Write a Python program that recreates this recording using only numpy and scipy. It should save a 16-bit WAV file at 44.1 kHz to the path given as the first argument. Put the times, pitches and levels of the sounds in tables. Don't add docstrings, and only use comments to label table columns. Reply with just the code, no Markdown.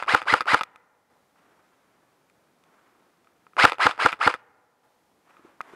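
import sys
import numpy as np
from scipy import signal
from scipy.fft import rfft, irfft, next_fast_len
from scipy.io import wavfile
from scipy.ndimage import uniform_filter1d, minimum_filter1d, map_coordinates

SR = 44100
rng = np.random.default_rng(int(sys.argv[2]) if len(sys.argv) > 2 else 0)


def inscribe(sig):
    pcm = np.round(np.clip(np.atleast_2d(sig).T, -1, 1) * 32767)
    wavfile.write(sys.argv[1], SR, pcm.astype(np.int16))


N = 253575
T = np.arange(N) / SR


def amp(db):
    return 10 ** (np.asarray(db) / 20)


def unit(x):
    return x / np.sqrt(np.mean(x ** 2) + 1e-20)


def along(points, hz):
    f, value = np.transpose(points)
    return np.interp(np.log(hz + 1), np.log(f + 1), value)


def filtered(x, response):
    m = next_fast_len(N + SR // 2)
    spectrum = rfft(x, m) * response(np.fft.rfftfreq(m, 1 / SR))
    return irfft(spectrum, m)[..., :N]


def noise(spectrum):
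    return unit(filtered(rng.standard_normal(N), lambda hz: amp(along(spectrum, hz))))


def wobble(knots_per_s):
    knots = rng.standard_normal(int(N * knots_per_s / SR) + 4)
    return map_coordinates(knots, [T * knots_per_s])


def add(track, start_s, sound):
    i = round(start_s * SR)
    sound = sound[max(-i, 0):N - i]
    track[max(i, 0):max(i, 0) + len(sound)] += sound


def ring(hz, db, t60_s, t, attack_s):
    return amp(db - 60 * t / t60_s) * np.sin(2 * np.pi * hz * t) * (1 - np.exp(-t / attack_s))


def spit(db, t60_s, t):
    band = signal.butter(2, [2600, 9500], "band", fs=SR, output="sos")
    envelope = amp(db - 60 * t / t60_s) * (1 - np.exp(-t / 0.0004))
    return envelope * signal.sosfilt(band, rng.standard_normal(len(t)))


# f/Hz, level/dB, t60/s
RECEIVER_MODES = [(315, -25.5, 0.053), (509.4, -16.5, 0.037), (874, -7, 0.021), (1020, -5.5, 0.017),
                  (1235, -10, .04), (1351, 2, 0.013), (1574, -5.5, 0.013), (2360, -5.5, 0.0047),
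                  (2830, -13.5, 0.01), (3510, -19.5, 0.016), (4757, -22.5, 0.0089)]


def receiver(hz):
    gain = 0.65
    for f, db, t60_s in RECEIVER_MODES:
        width_hz = np.log(1000) / np.pi / t60_s
        gain = gain + amp(db) / np.hypot(1, 2 * (hz - f) / width_hz)
    return gain


FROM_DB, CUT_DB_PER_S = -39.5, 3001


def under_load(t, lead_s, attack_s, ends_s):
    rise_db = FROM_DB * np.clip(1 - (t + lead_s) / attack_s, 0, 1) ** 2
    return rise_db - CUT_DB_PER_S * np.maximum(t - ends_s, 0)


# slam t/s, pull-to-slam/s, then level/dB of wind-up, piston, coasting, trigger click
SHOTS = [(-.045, .085, -17.5, 4, -20.5, -30), (0.149, .086, -16.5, -0.5, -20, -29.5),
         (0.34, .084, -16.5, -0.5, -19.5, -28), (0.5456, 0.089, -15.5, 0, -20.5, -21.5),
         (3.6531, .0855, -16, 1, -17, -25.5), (3.8682, .0844, -14.5, 0.5, -20, -19),
         (4.0619, .0836, -17, 0, -19.5, -22), (4.277, .086, -17, 0.5, -20.5, -29.5)]
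# multiple of mesh rate, level/dB
MESH_PARTIALS = [(.31, -27), (.62, -10.5), (1, -1), (1.65, -15), (2, -10), (2.4, -14)]
# f/Hz, level/dB per Hz
GRIND_SPECTRUM = [(90, -67), (150, -30.5), (290, -21), (430, -10), (1000, -1.5), (1300, 0.5), (1800, -4),
                  (2450, -3.5), (3600, -14), (5100, -14), (5700, -24), (9400, -26), (15500, -57.5)]
TOP_MESH_HZ, SPIN_UP_S, COAST_MESH_HZ, SLOWS_HZ_PER_S, SPEED_WAVERS = 2230, .035, 1890, 20000, .035
WHINE_DB, WHINE_ATTACK_S, WHINE_ENDS_S = -4.5, 0.024, -0.014
GRIND_DB, GRIND_ATTACK_S, GRIND_SWELLS_DB_PER_S, GRIND_ENDS_S = -3.5, .036, 52, -0.0019
COAST_WHINE_DB, COAST_GRIND_DB, COAST_FADE_DB_PER_S = -16.5, -2.5, 38.5
STILL_S, STILL_FADE_DB_PER_S = 0.031, 360.5


def gears():
    whine, grind = np.zeros(N), np.zeros(N)
    waver = 1 + SPEED_WAVERS * wobble(300)
    for slam_s, lead_s, wind_db, _, coast_db, _ in SHOTS:
        up = np.arange(-lead_s, .01, 1 / SR)
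        up_hz = TOP_MESH_HZ * np.tanh((up + lead_s) / SPIN_UP_S)
        up_whine_db = wind_db + WHINE_DB + under_load(up, lead_s, WHINE_ATTACK_S, WHINE_ENDS_S)
        up_grind_db = wind_db + GRIND_DB + GRIND_SWELLS_DB_PER_S * (up + lead_s)
        up_grind_db += under_load(up, lead_s, GRIND_ATTACK_S, GRIND_ENDS_S)

        down = np.arange(0, .15, 1 / SR)
        down_hz = np.maximum(COAST_MESH_HZ - SLOWS_HZ_PER_S * down, 0)
        fade_db = coast_db + FROM_DB * np.exp(-down / .003) - COAST_FADE_DB_PER_S * down
        fade_db -= STILL_FADE_DB_PER_S * np.maximum(down - STILL_S, 0)

        loaded = up, up_hz, up_whine_db, up_grind_db
        free = down, down_hz, fade_db + COAST_WHINE_DB, fade_db + COAST_GRIND_DB
        for t, hz, whine_db, grind_db in (loaded, free):
            mesh_hz = hz * np.interp(slam_s + t, T, waver)
            turn = 2 * np.pi * np.cumsum(mesh_hz) / SR + rng.uniform(0, 2 * np.pi)
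            partials = sum(amp(db) * np.sin(k * turn) for k, db in MESH_PARTIALS)
            add(whine, slam_s + t[0], amp(whine_db) * partials)
            add(grind, slam_s + t[0], amp(grind_db))
    whine *= amp(1 + 3.5 * wobble(200))
    rasp = filtered(noise(GRIND_SPECTRUM), lambda hz: receiver(hz) ** .4)
    grind *= unit(amp(2.4 * wobble(400)) * rasp)
    return filtered(whine, receiver) + grind


# t from slam/s, level/dB
STROKE = [(-.0110, -6), (-.0056, -4), (-.0027, 1.5), (-.0006, 8.5)]


def piston():
    out, t = np.zeros(N), np.arange(SR // 8) / SR
    thump = ring(120, -17, .05, t, .003) - ring(298, -11.5, .045, t, .003)
    for slam_s, _, _, db, _, _ in SHOTS:
        add(out, slam_s - .0135, amp(db) * thump)
        for lag_s, blow_db in STROKE:
            shell = sum(ring(f, mode_db + rng.normal(0, 1), t60_s, t, .0007)
                        for f, mode_db, t60_s in RECEIVER_MODES)
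            add(out, slam_s + lag_s, amp(db + blow_db) * (shell + spit(-17.5, 0.0055, t)))
    return out


# f/Hz, level/dB, t60/s
LATCH_MODES = [(1080, -6, .01), (1270, -1, .022), (2060, -5.5, 0.012), (2386, -5, 0.011), (3500, -12, .009)]
KNOCK_RINGS = .8


def knock(db, bright_db_per_oct, shell_db):
    t = np.arange(SR // 10) / SR
    tilt_db = lambda hz: bright_db_per_oct * np.log2(hz / 1300)
    shares = rng.standard_normal(len(RECEIVER_MODES))
    shell = sum(share * ring(f, 0.65 * mode_db + shell_db + tilt_db(f), KNOCK_RINGS * t60_s, t, 0.00014)
                for (f, mode_db, t60_s), share in zip(RECEIVER_MODES, shares))
    own = sum(ring(f, mode_db + tilt_db(f) + rng.normal(0, 1.5), t60_s, t, .0004)
              for f, mode_db, t60_s in LATCH_MODES)
    return amp(db - 1) * (own + shell + spit(-18.5 + tilt_db(5000), .013, t))


# t/s, level/dB, bounce interval/s, brightness/(dB/octave)
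STOPS = [(.0253, -9.5, .009, -0.5), (0.2174, -11.5, .009, 0), (0.4076, -4.5, .007, 0.5),
         (0.61, -8, 0.0054, -0.5), (3.7203, -6.5, .0115, 0), (3.9107, -13, .007, 1.5),
         (4.128, -7.5, .006, 0), (4.3401, -11.5, .007, 1)]
BOUNCE_LOSS_DB = 8
RECATCH_S, RECATCH_DB = .025, 4.5
SHELL_IN_GEARBOX_DB = -4


def latches():
    pulls = [(s - lead_s, db, 0) for s, lead_s, *_, db in SHOTS]
    recatches = [(s + RECATCH_S, db + RECATCH_DB, 0) for s, _, _, _, db, _ in SHOTS]
    bounces = [(s + k * gap_s, db - k * BOUNCE_LOSS_DB, bright)
               for s, db, gap_s, bright in STOPS for k in range(4)]
    out = np.zeros(N)
    for s, db, bright in pulls + recatches + bounces:
        add(out, s, knock(db, bright, SHELL_IN_GEARBOX_DB))
    return out


# f/Hz, level/dB per Hz
AIR_SPECTRUM = [(15, -43), (25, -21), (75, -7), (119, -5), (162, -1), (486, -3), (525, -3), (1070, -7),
                (2500, -17), (3250, -53), (5500, -120)]
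# f/Hz, level/dB per Hz
RUSTLE_SPECTRUM = [(120, -30), (300, 1), (485, -5.5), (1120, -4.5), (1360, -5), (3560, -23), (4250, -28.5),
                   (8000, -32), (12000, -38), (17600, -60)]
# t/s, level/dB, rise/s, fade/(dB/s) (negative swells), low flap level/dB
RUSTLES = [(1.345, -63, .03, 18, -15), (2.63, -62.5, 0.084, 26, -0.5), (5.24, -56, 0.0697, 60, -10),
           (5.43, -60.5, .025, 200, 4), (5.6, -53, 0.052, -17, -5)]
AIR_DB, STILL_RUSTLE_DB, FLAP_UNDER_HZ = -68, -77.5, 550


def wood():
    cloth = unit(amp(1.6 * wobble(77)) * noise(RUSTLE_SPECTRUM))
    flap = filtered(cloth, lambda hz: 1 / (1 + (hz / FLAP_UNDER_HZ) ** 4))
    sway_db = 1.2 * wobble(6)
    out = amp(AIR_DB + sway_db) * noise(AIR_SPECTRUM) + amp(STILL_RUSTLE_DB) * cloth
    for s, db, rise_s, fade_db_per_s, flap_db in RUSTLES:
        rise = np.clip((T - s) / rise_s, 0, 1)
        fade = amp(db - fade_db_per_s * np.maximum(T - s - rise_s, 0))
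        out += rise * fade * (cloth - flap + amp(flap_db) * flap)
    return out


# f/Hz, t60/s
TREES_T60 = [(200, 1.6), (700, 2.3), (1300, 1.3), (2000, 1.4), (3200, 0.6), (10000, 0.085)]


def trees(x):
    out, step = np.zeros(N), SR // 5
    for i in range(0, N, step):
        hz, t, z = signal.stft(rng.standard_normal(SR), SR, nperseg=256)
        decay = amp(-60 * t / along(TREES_T60, hz)[:, None])
        tail = signal.istft(z * decay, SR, nperseg=256)[1]
        tail /= np.linalg.norm(tail)
        add(out, i / SR + 0.0084, signal.fftconvolve(x[i:i + step], tail))
    return out


# t/s, level/dB, brightness/(dB/octave)
TICKS = [(.634, -15.5, 7.5), (.759, -29.5, 3), (1.3599, -51, -4), (2.2984, -52.5, 8.5), (2.6379, -54.5, 9),
         (3.2452, -57.5, 7), (3.2719, -46.5, -1), (3.4669, -37, -8.5), (3.5339, -43.5, -1.5),
         (3.6966, -12, 4), (4.1204, -19.5, 6.5), (5.3063, -40.5, -3.5), (5.368, -39, -4), (5.394, -45, -13),
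         (5.612, -28.5, 5)]
SHELL_OUTSIDE_DB = -15


def ticks():
    out = np.zeros(N)
    for s, db, bright in TICKS:
        add(out, s, knock(db, bright, SHELL_OUTSIDE_DB))
    return out


# t/s, level/dB, f/Hz
THUDS = [(5.4485, -34.5, 350), (5.6065, -11, 1240), (5.7351, -30, 380)]
THUD_CYCLES = 8.9


def thuds():
    out, t = np.zeros(N), np.arange(SR // 10) / SR
    for s, db, hz in THUDS:
        add(out, s, ring(hz, db, THUD_CYCLES / hz, t, 0.41 / hz))
    return out


def scene():
    rifle = gears() + piston() + latches() + ticks() + thuds()
    afar = filtered(rifle, lambda hz: receiver(hz) ** -.6)
    return np.tile(rifle + amp(-38) * trees(afar) + wood(), (2, 1))


# f/Hz, level/dB per Hz
HISS_SPECTRUM = [(1000, -4), (3000, 4.5), (8000, -1), (12000, -2.5), (16000, -8)]
TOP_HZ = 15676


def record(dry):
    low_cut = signal.butter(1, 60, "high", fs=SR, output="sos")
    mono = signal.sosfilt(low_cut, dry[0]) + amp(-76.5) * noise(HISS_SPECTRUM)
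    over = np.abs(mono) > 1
    over[0] = True
    hold, rise = round(.55 * SR), round(0.0058 * SR)
    held_db = minimum_filter1d(-6.5 * over, size=hold, origin=(hold - 1) // 2)
    gain_db = uniform_filter1d(held_db, size=rise, origin=(rise - 1) // 2)
    mono = np.clip(mono * amp(gain_db), -1, 1)
    mono += amp(-80.5) * noise(HISS_SPECTRUM)
    # f/Hz, level/dB
    side_spectrum = [(900, -61), (1500, -50), (3000, -40.5), (7000, -47), (10000, -51.5), (14000, -57.5)]
    side = filtered(mono * rng.standard_normal(N), lambda hz: amp(along(side_spectrum, hz)))
    stereo = np.array([mono + side, mono - side])
    return np.clip(filtered(stereo, lambda hz: hz < TOP_HZ), -1, 1)


dry = scene()
out = record(dry)
inscribe(out)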